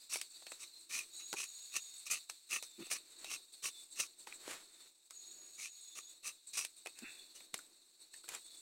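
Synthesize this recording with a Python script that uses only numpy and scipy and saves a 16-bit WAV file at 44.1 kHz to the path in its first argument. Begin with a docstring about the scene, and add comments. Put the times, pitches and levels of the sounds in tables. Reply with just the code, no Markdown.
"""In the woods, microphone close to a tree. Cicadas buzz over a low rush of air; a far whistler
repeats a falling note. Almost at once a hooked knife starts shaving a groove in the bark, each short
stroke a run of tiny fibre breaks that ring the blade. Chips snap off, something small chirps, feet shift
in dry leaves. An insect trills at about 1 s and again at 5 s; now and then a hand bumps the camera.
Throughout, the recorder's noise suppressor turns the chorus down whenever nothing stands out of it."""
import sys
import numpy as np
from scipy import signal
from scipy.fft import rfft, irfft, next_fast_len
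from scipy.io import wavfile
from scipy.ndimage import uniform_filter1d, minimum_filter1d

SR = 44100
rng = np.random.default_rng(int(sys.argv[2]) if len(sys.argv) > 2 else 0)


def log_audio(samples):
    """Write samples as a 16-bit WAV file to the path given in sys.argv[1]."""
    # one column per channel
    frames = np.atleast_2d(samples).T
    # limit to full scale, then quantise
    limited = np.clip(frames, -1, 1)
    pcm = np.round(limited * 32767).astype(np.int16)
    wavfile.write(sys.argv[1], SR, pcm)


N = 379689
TIME = np.arange(N) / SR


def gain_of(db):
    """Decibels to amplitude."""
    return 10 ** (np.asarray(db) / 20)


def unit_rms(x):
    """Scales to rms 1."""
    return x / np.sqrt(np.mean(x ** 2) + 1e-20)


def db_at(spectrum, hz):
    """Level at the given frequencies, from rows of (frequency [Hz], level [dB])."""
    f, db = np.transpose(spectrum)
    return np.interp(np.log(hz + 1), np.log(f + 1), db)


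def envelope(rows):
    """Gain from rows of (time [s], level [dB]); silent outside them."""
    s, db = np.transpose(rows)
    return gain_of(np.interp(TIME, s, db)) * (TIME >= s[0]) * (TIME <= s[-1])


def add(mix, start_s, sound):
    """Lays a sound into the mix."""
    part = mix[max(round(start_s * SR), 0):][:len(sound)]
    part += sound[:len(part)]


def colour(x, db):
    """Causal filter with the given gain in each bin, so that clicks ring only afterwards."""
    cepstrum = irfft(np.log(gain_of(db)), len(x))
    cepstrum[1:(len(x) + 1) // 2] *= 2
    cepstrum[len(x) // 2 + 1:] = 0
    return irfft(rfft(x) * np.exp(rfft(cepstrum)), len(x))


def hiss(spectrum):
    """Smooth noise of a given spectrum, at rms 1."""
    size = next_fast_len(N)
    gains = gain_of(db_at(spectrum, np.fft.rfftfreq(size, 1 / SR)))
    return unit_rms(irfft(rfft(rng.standard_normal(size)) * gains, size)[:N])


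def ring(x, body_db, size=2048):
    """Sends x through a body whose gain is the function body_db(Hz); returns rms 1."""
    response = colour(signal.unit_impulse(size), body_db(np.fft.rfftfreq(size, 1 / SR)))
    return unit_rms(signal.oaconvolve(x, response)[:len(x)])


def mode_power(modes, hz):
    """Summed power of a set of resonances."""
    return sum(gain_of(db) ** 2 / (1 + (2 * (hz - f) / width) ** 2) for f, width, db in modes)


def resonate(x, hz, width_hz):
    """A resonance of gain 1 that follows the curve hz."""
    turn = np.exp(2j * np.pi * np.cumsum(hz) / SR)
    pole = np.exp(-np.pi * width_hz / SR)
    return 2 * (turn * signal.lfilter([1 - pole], [1, -pole], x / turn)).real


def wander(per_s):
    """A random drifting curve of rms 1."""
    knots = rng.standard_normal(N // 16)
    return unit_rms(np.interp(TIME * per_s, np.arange(len(knots)), knots))


def crackle(per_s, spread_db, smooth):
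    """Tiny breaks of random size over a share of smooth friction."""
    sizes = gain_of(spread_db * np.minimum(rng.exponential(1, N), 4)) * rng.choice([-1, 1], N)
    breaks = unit_rms(sizes * (rng.random(N) < per_s / SR))
    return unit_rms(breaks + smooth * rng.standard_normal(N))


def trunks(x, wet_db, t60_s):
    """Surrounding trunks scatter echoes back to the microphone."""
    t = np.arange(SR // 3) / SR
    echoes = rng.standard_normal(len(t)) * (rng.random(len(t)) < 2000 / SR)
    echoes *= (t > .006) * gain_of(-60 * t / t60_s)
    return x + gain_of(wet_db) * signal.oaconvolve(x, echoes / np.linalg.norm(echoes))[:N]


def cicadas(buzz_db=-1, sizzle_db=-0.5, foliage_db=-5.5, flutter_db=1.0, patchy_db=2.3):
    """Many far tymbals merge into a band and its octave, over a thin hiss of foliage."""
    # slow drift of the chorus: (time [s], level [dB])
    drift = [(0, -59.5), (1.3, -58.5), (2.2, -58.5), (3.5, -60), (4.4, -61.5), (5.2, -63), (6.6, -61.5),
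             (7.8, -61.5), (8.6, -59.5)]
    # spectra of the band, its octave and the foliage: (frequency [Hz], level [dB])
    buzz = [(2800, -36.5), (3400, -11), (3750, 3), (4050, 1.5), (4450, 3.5), (4900, -18), (5700, -17.5),
            (7000, -39)]
    sizzle = [(4800, -30.5), (6000, -18), (6900, -7), (7500, -2.5), (8200, 3), (8650, -5), (9200, -14.5),
              (11000, -18), (16000, -36)]
    foliage_colour = [(300, -12.5), (700, -8), (1200, -6.5), (1900, -5.5), (2600, 2.5), (3200, -7),
                      (5500, 2.5), (10000, -4.5), (13000, -3), (16000, -5)]
    foliage = ring(crackle(per_s=330, spread_db=-3.5, smooth=2.2), lambda hz: db_at(foliage_colour, hz))
    tymbals = gain_of(buzz_db) * hiss(buzz) + gain_of(sizzle_db) * hiss(sizzle)
    bands = signal.stft(tymbals, nperseg=256)[2]
    patches = uniform_filter1d(rng.standard_normal(bands.shape), size=3, axis=0)
    patches = unit_rms(uniform_filter1d(patches, size=10, axis=1))  # single callers come and go
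    callers = signal.istft(bands * unit_rms(gain_of(patchy_db * patches)), nperseg=256)[1][:N]
    chorus_db = np.interp(TIME, *np.transpose(drift)) + flutter_db * wander(per_s=67)
    return gain_of(chorus_db) * (callers + gain_of(foliage_db) * foliage)


def far_air(trim_db=3):
    """A low rush of air, far off in the woods."""
    # its swells: (time [s], level [dB])
    swells = [(0, -82), (1.15, -77), (1.5, -89), (2.6, -83), (3.25, -70), (3.65, -83), (4.45, -71.5),
              (5.15, -82.5), (5.42, -73.5), (5.75, -92), (6.15, -79), (6.6, -85), (7.1, -75.5),
              (7.7, -72.5), (7.92, -77.5), (8.6, -78)]
    # its spectrum: (frequency [Hz], level [dB])
    air_colour = [(20, -5), (60, -30), (150, -17), (265, -7.5), (335, 1.5), (450, -7), (900, -12.5),
                  (2000, -14.5), (5000, -26.5)]
    return gain_of(np.interp(TIME, *np.transpose(swells)) + trim_db) * hiss(air_colour)


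def whistler(trim_db=-3, waver_hz=16, flicker_db=2.0, sag_hz_per_s=200):
    """Far sagging notes, growing lower and sparser, blurred by many paths through the trees."""
    # whistled notes: (start [s], length [s], level [dB], pitch at mid-note [Hz])
    notes = [(0.0, 0.035, -62, 4820), (0.098, 0.065, -54, 4660), (0.326, 0.06, -64.5, 4580),
             (0.388, 0.16, -69, 4350), (0.708, 0.06, -53, 4110), (1.118, 0.17, -61, 3940),
             (1.685, 0.33, -68, 3680), (2.6, .29, -66, 3590), (3.56, 0.32, -66.5, 3545),
             (4.62, 0.28, -70.5, 3590), (5.78, 0.35, -68.5, 3520), (6.95, 0.45, -70.5, 3510),
             (7.17, 0.05, -64, 3460), (8.38, 0.27, -66, 3490)]
    waver = waver_hz * wander(per_s=160)
    flicker = gain_of(flicker_db * wander(per_s=40))
    out = np.zeros(N)
    for start, length, db, mid_hz in notes:
        at = (TIME >= start) & (TIME < start + length)
        hz = mid_hz + waver[at] - sag_hz_per_s * (TIME[at] - start - length / 2)
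        note = np.sin(2 * np.pi * np.cumsum(hz) / SR) * flicker[at]
        out[at] += gain_of(db + trim_db) * unit_rms(note * signal.windows.tukey(len(hz), .7))
    return trunks(out, wet_db=0.5, t60_s=0.59)


def knife(fade_db=22, judder_db=1.3, chatter_db=3.5, ripple_db=1.57, ripple_hz=170, shift_hz=59.6):
    """Close up, the edge catches and slips in fibres: fine breaks hiss, coarse ones ring blade and wood."""
    # strokes: (deepest bite [s], push before [s], ease after [s], level at the bite [dB], swell [dB],
    # bluntness [1 pointed, 3 flat], body against tearing [dB], main resonance [Hz], its height [dB])
    strokes = [(0.144, 0.048, 0.075, -40.5, 13, 1.2, -6.5, 2560, 14),
               (0.636, 0.045, 0.031, -49.5, 10, 0.82, -5.5, 2560, 16),
               (0.952, 0.059, 0.095, -42, 16, 1.64, -1.5, 2470, 14.5),
               (1.205, 0.012, 0.05, -54.5, 12, 1, -2, 2550, 22),
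               (1.402, 0.044, 0.065, -42.5, 17, 2.1, -0.5, 2514, 20),
               (1.768, 0.049, 0.031, -37, 28.5, 0.94, -1, 2590, 20),
               (2.068, 0.013, 0.047, -46.5, 13, 1.1, -4.5, 2460, 17),
               (2.117, 0.018, 0.073, -36.5, 15, 1.4, -2, 2575, 15),
               (2.543, 0.054, 0.055, -40, 22.5, 1.85, 1, 2580, 15.5),
               (2.636, 0.0049, 0.026, -47.5, 12, 1.4, -11.5, 2320, 8),
               (2.83, 0.073, 0.25, -71, 15.5, 1.5, 10.5, 2570, 21),
               (2.918, 0.018, 0.068, -37.5, 17, 1.23, -3.5, 2500, 8.5),
               (3.285, 0.037, .035, -56.5, -1, 1.4, 3, 2630, 24),
               (3.331, 0.035, 0.046, -43.5, 16, 2.35, -2.5, 2560, 14.5),
               (3.654, 0.031, 0.053, -41, 23, 3, -4.5, 2680, 13),
               (4.005, 0.048, 0.064, -36.5, 25.5, 1.05, -4.5, 2570, 11),
               (5.61, 0.04, 0.04, -51, 19, 2.3, -3.5, 2300, 16),
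               (5.648, 0.031, 0.052, -48.5, 13, 2.1, -2.5, 2570, 26),
               (5.984, 0.031, 0.034, -48.5, 9.5, 1.1, -3, 2680, 11.5),
               (6.273, 0.04, 0.045, -42, 21, 1.6, -3.5, 2650, 14),
               (6.556, 0.023, 0.045, -45, 3, 1.3, -6.5, 2540, 19),
               (6.579, 0.0098, 0.094, -38.5, 11, 1.46, -5, 2580, 14),
               (7.359, 0.016, 0.048, -56.5, 7, 1.4, -5, 2900, 12)]
    # spectra of the tearing fibres and the blade's body: (frequency [Hz], level [dB])
    tear = [(2500, -27.5), (3400, -8.5), (4300, -6.5), (5000, -3.5), (6100, -2.5), (7300, -1.5), (8700, -1),
            (9800, -5.5), (11500, -8.5), (13000, -17), (16000, -21)]
    body = [(30, -28), (120, -19), (380, -10.5), (600, -14), (900, -15.5), (1400, -5.5), (1600, -16.5),
            (2100, -3), (2900, -3), (3350, -10), (4500, -18.5)]
    # the blade's other resonances: (frequency [Hz], width [Hz], height [dB])
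    blade = [(1160, 55, 12), (1790, 74, 8), (3150, 170, -1), (4030, 260, 8), (4570, 54, 4), (5950, 590, 8),
             (6600, 88, 5), (8670, 750, 1.5), (10500, 220, -3)]
    slip = wander(per_s=330)
    shift = shift_hz * wander(per_s=65)  # the main resonance moves as the edge shifts in the cut
    fine = crackle(per_s=7000, spread_db=2.0, smooth=0.23) * gain_of(judder_db * slip)
    coarse = crackle(per_s=900, spread_db=0.95, smooth=0.23) * gain_of(chatter_db * slip) + .5 * fine
    out = np.zeros(N)
    for bite, push_s, ease_s, db, swell_db, bluntness, body_db, main_hz, main_db in strokes:
        start = bite - push_s
        at = slice(round(start * SR), round((bite + ease_s) * SR))
        t = TIME[at] - bite
        below_bite_db = np.where(t < 0, swell_db * abs(t / push_s) ** bluntness,
                                 fade_db * abs(t / ease_s) ** bluntness)
        grip = 1 + 0.026 * rng.standard_normal()  # each stroke detunes the other resonances a little
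        modes = [(f * grip, width, height) for f, width, height in blade]
        ripple = ripple_db * rng.standard_normal(size=200)  # each spot of bark has its own colour
        bark_db = lambda hz: np.interp(hz / ripple_hz, np.arange(len(ripple)), ripple)
        blade_db = lambda hz: 10 * np.log10(1 + mode_power(modes, hz))
        for breaks, spectrum, part_db in (fine, tear, 0), (coarse, body, body_db):
            scrape = ring(breaks[at], lambda hz: db_at(spectrum, hz) + blade_db(hz) + bark_db(hz))
            scrape += (gain_of(main_db) - 1) * resonate(scrape, main_hz + shift[at], width_hz=150)
            add(out, start, gain_of(db + part_db - below_bite_db) * unit_rms(scrape))
    return out


def snaps(trim_db=1.5, crack_s=.0021, crumble_s=0.017, crumble_db=-19, knock_db=3, treble_db=8,
          lag_s=.0015, rise_s=0.00042, ring_width_hz=170, size=4096):
    """A nearby chip breaks in a few milliseconds and rings briefly at its own pitch; crumbs follow."""
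    # chips and twigs: (time [s], level [dB], low knock [dB], treble [dB], ring [Hz], ring height [dB])
    chips = [(0.133, -35.5, -14, 6, 8900, 14), (0.136, -42, -12, 1, 6000, 3),
             (0.156, -35, -7.5, -15, 2320, 9), (0.168, -43, -25, 4, 10500, 12),
             (0.212, -35, -22.5, -14.5, 2230, 0), (0.42, -54.5, -5, -30, 915, 0),
             (0.465, -45.5, -7.5, -24, 2600, 8.5), (0.517, -43.5, -1, -16.5, 2470, 11),
             (0.988, -35.5, -26, -14, 2550, 11), (1.327, -35, -7.5, -17.5, 1480, 2.5),
             (1.336, -38, 0, -15, 380, 4), (1.438, -41, -23, -8, 6460, 6), (1.738, -48, -25, -5, 2520, 12),
             (1.762, -34, -32, -6, 6200, 12), (2.109, -32.5, -30, 1, 6000, 10),
             (2.114, -33, -20, -1, 6100, 10), (2.125, -38, -25, 0, 8700, 12),
             (2.137, -39, -18, 3, 10500, 7), (2.296, -37, -14.5, -13.5, 6130, -3),
             (2.508, -39, -18, -10, 2550, 14), (2.624, -41, -13.5, -17.5, 3860, 4),
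             (2.866, -52.5, 0, -6, 756, 4), (2.931, -36, -16, -3, 8800, 2), (3.243, -42, -9, -20, 3960, 8),
             (3.998, -32.5, -8, -6, 6100, 15), (4.27, -45, -13, -31, 900, 6),
             (4.323, -44, -11, -25, 2410, 14), (4.476, -41, -8, -21, 393, 14),
             (5.106, -47, -18, -12, 1340, 14), (6.571, -38.5, -11, -11, 6700, 13),
             (6.647, -35.5, -24, -17.5, 8300, 6), (6.858, -40, -2.5, -18, 2520, 16),
             (6.869, -40.5, -5, -16, 2520, 13.5), (6.987, -46, -14, -17, 2580, 3),
             (7.404, -55.5, -13, -29, 2340, 5), (7.54, -33, -15.5, -19, 2280, -3),
             (7.576, -47, -11, -2, 7500, 17), (7.588, -47.5, -10, -11, 1430, 16),
             (8.138, -49, -23, -19.5, 1750, 13), (8.239, -55.5, -10, -24, 1400, 9),
             (8.287, -39, -15, -5, 2380, 14), (8.347, -39, -29, -23, 7600, 11)]
    # spectrum common to all snaps: (frequency [Hz], level [dB])
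    snap_colour = [(40, -42), (150, -15.5), (350, 5.5), (800, 7), (1500, 1), (2600, 0), (3300, -3),
                   (5500, 4.5), (8500, 7.5), (11000, 0.5), (16000, -11)]
    t = np.arange(size) / SR
    hz = np.fft.rfftfreq(size, 1 / SR)
    knock_share = db_at([(900, 0.95), (2400, 0.009)], hz)
    treble_share = db_at([(3500, 0.087), (7000, 0.91)], hz)
    attack = 1 - np.exp(-t / rise_s)
    decay = np.exp(-t / crack_s) + gain_of(crumble_db) * np.exp(-t / crumble_s)
    out = np.zeros(N)
    for start, db, low_db, high_db, ring_hz, ring_db in chips:
        burst = rng.standard_normal(size) * attack * decay
        wood_db = 10 * np.log10(0.5 + mode_power([(ring_hz, ring_width_hz, ring_db)], hz))
        tilt_db = knock_share * (low_db + knock_db) + treble_share * (high_db + treble_db)
        snap = colour(burst, db_at(snap_colour, hz) + wood_db + tilt_db)
        strength = np.sqrt(np.sum(snap ** 2) / (crack_s * SR))
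        add(out, start + lag_s, gain_of(db + trim_db) * snap / strength)
    return out


def chirps(length_s=.017, top_hz=8550, drop_hz=3800, scatter=0.022, rasp_hz=260):
    """Tiny high calls, perhaps a small bird's, swoop down and linger among the trees."""
    # calls: (time [s], level [dB])
    calls = [(0.3, -49), (0.502, -47.5), (0.6, -50), (0.791, -51), (1.162, -48), (1.297, -50), (1.979, -49),
             (3.102, -52), (3.183, -50), (3.527, -54), (3.78, -56), (3.909, -47.5), (4.187, -50),
             (4.338, -49), (4.72, -55), (5.808, -52), (6.47, -47), (6.765, -53.5), (8.002, -53.5),
             (8.162, -52), (8.444, -50), (8.571, -50.5)]
    rasp = rasp_hz * wander(per_s=1800)
    out = np.zeros(N)
    for start, db in calls:
        at = (TIME >= start) & (TIME < start + length_s)
        age = (TIME[at] - start) / length_s
        hz = top_hz * (1 + scatter * rng.standard_normal()) - drop_hz * age ** 2 + rasp[at]
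        swell = np.sin(np.pi * np.sqrt(age)) ** 2
        out[at] += gain_of(db) * swell * np.sin(2 * np.pi * np.cumsum(hz) / SR)
    return trunks(out, wet_db=2.5, t60_s=0.11)


def dry_leaves(trim_db=1):
    """Dry leaves crackle by the tree as the worker's feet and sleeves shift."""
    # movements, one list each: (time [s], level [dB])
    moves = [
        [(0.31, -80), (0.6, -66)],
        [(3.04, -71), (3.18, -69), (3.25, -62)],
        [(4.27, -56), (4.378, -74), (4.512, -46.5), (4.65, -72.5), (4.88, -68)],
        [(8.28, -58), (8.35, -49.5), (8.39, -66)],
    ]
    # spectrum of the leaves: (frequency [Hz], level [dB])
    leaf_colour = [(40, -23), (120, -12.5), (250, -10.5), (400, -2), (750, -3.5), (1300, 0), (2400, 0.5),
                   (3300, -3), (5000, -7), (8000, -2), (11000, -10.5), (16000, -22)]
    leaves = ring(crackle(per_s=3500, spread_db=2.3, smooth=0.43), lambda hz: db_at(leaf_colour, hz))
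    return gain_of(trim_db) * leaves * sum(envelope(move) for move in moves)


def trill(pitch_hz=6753, waver_hz=16, throb_db=2, rasp=0.66, rise_s=0.068, fall_s=0.089, sag_db_per_s=3.5):
    """An insect nearer than the chorus: a narrow, rasping tone that throbs and tires through each bout."""
    # bouts of trilling: (start [s], length [s], level [dB])
    bouts = [(1.09, 0.941, -54.5), (5.11, 1.08, -57.5)]
    cycles = np.cumsum(pitch_hz + waver_hz * wander(per_s=320)) / SR
    roughness = 1 + rasp * (wander(per_s=280) + 1j * wander(per_s=110))
    throb = gain_of(throb_db * wander(per_s=130))
    tone = unit_rms((np.exp(2j * np.pi * cycles) * roughness * throb).real)
    out = np.zeros(N)
    for start, length, db in bouts:
        t = TIME - start
        fade = np.clip(np.minimum(t / rise_s, (length - t) / fall_s), 0, 1)
        out += fade * gain_of(db - sag_db_per_s * t) * tone
    return out


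def hand_bumps():
    """Handling noise: fingers push on the camera's case, which answers with its low resonances."""
    # soft pushes: (time [s], level [dB], length [s])
    pushes = [(1.324, -57, 0.024), (2.776, -52, 0.068), (7.014, -54.5, 0.037), (7.535, -60, 0.015)]
    # resonances of the case: (frequency [Hz], width [Hz], height [dB])
    case = [(216, 13, 3), (336, 41, 11), (380, 80, -8)]
    tilt = [(80, -11), (150, 2.5), (220, 12), (450, -3), (1500, 9)]  # (frequency [Hz], level [dB])
    thud = ring(rng.standard_normal(N), lambda hz: 10 * np.log10(mode_power(case, hz)) + db_at(tilt, hz))
    out = np.zeros(N)
    for start, db, length in pushes:
        push = thud[round(start * SR):][:round(length * SR)]
        add(out, start, gain_of(db) * unit_rms(push * signal.windows.tukey(len(push), .6)))
    return out


def rub():
    """Near the end, something close by rubs once, light and dull."""
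    # its swell: (time [s], level [dB])
    swell = [(6.95, -68), (7.03, -63), (7.05, -49), (7.15, -67), (7.28, -74)]
    # its spectrum: (frequency [Hz], level [dB])
    rub_colour = [(500, -18), (1200, -15), (1550, -1.5), (2300, -1), (2650, 10.5), (3100, -34), (5000, -37)]
    return envelope(swell) * hiss(rub_colour)


def suppressor(x, depth_db=9.0, threshold_db=5, knee_db=7.5, release_db_per_s=100):
    """Opens at once when any band stands out of its steady level, and sinks back in the pauses."""
    hz, t, bands = signal.stft(x, SR, nperseg=256)
    power = uniform_filter1d(abs(bands[(hz > 1000) & (hz < 15000)]) ** 2, size=3, axis=0)
    band_db = 10 * np.log10(abs(uniform_filter1d(power, size=9, axis=1, origin=2)) + 1e-20)
    band_db -= np.percentile(band_db, 30, axis=1, keepdims=True)  # against each band's own floor
    background_db = uniform_filter1d(minimum_filter1d(band_db.mean(0), size=500), size=500)
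    excess_db = (band_db - background_db).max(0)
    open_db = depth_db * np.clip((excess_db - threshold_db) / knee_db, 0, 1)
    sink_db = release_db_per_s * t
    held_db = np.maximum.accumulate(open_db + sink_db) - sink_db
    return x * gain_of(np.interp(TIME, t, held_db) - depth_db)


def scene():
    """One microphone: the work at the tree up close, the insects and the woods behind it."""
    work = trunks(knife() + snaps() + dry_leaves() + rub(), wet_db=-19, t60_s=0.062)
    return (work + hand_bumps() + cicadas() + chirps() + trill() + whistler() + far_air())[None]


def record(dry):
    """The recorder's noise suppressor, then its band limit."""
    lowpass = signal.firwin(511, cutoff=15950, window=("kaiser", 9), fs=SR)
    return signal.oaconvolve(suppressor(dry[0]), lowpass, "same")[None]


dry = scene()
out = record(dry)
log_audio(out)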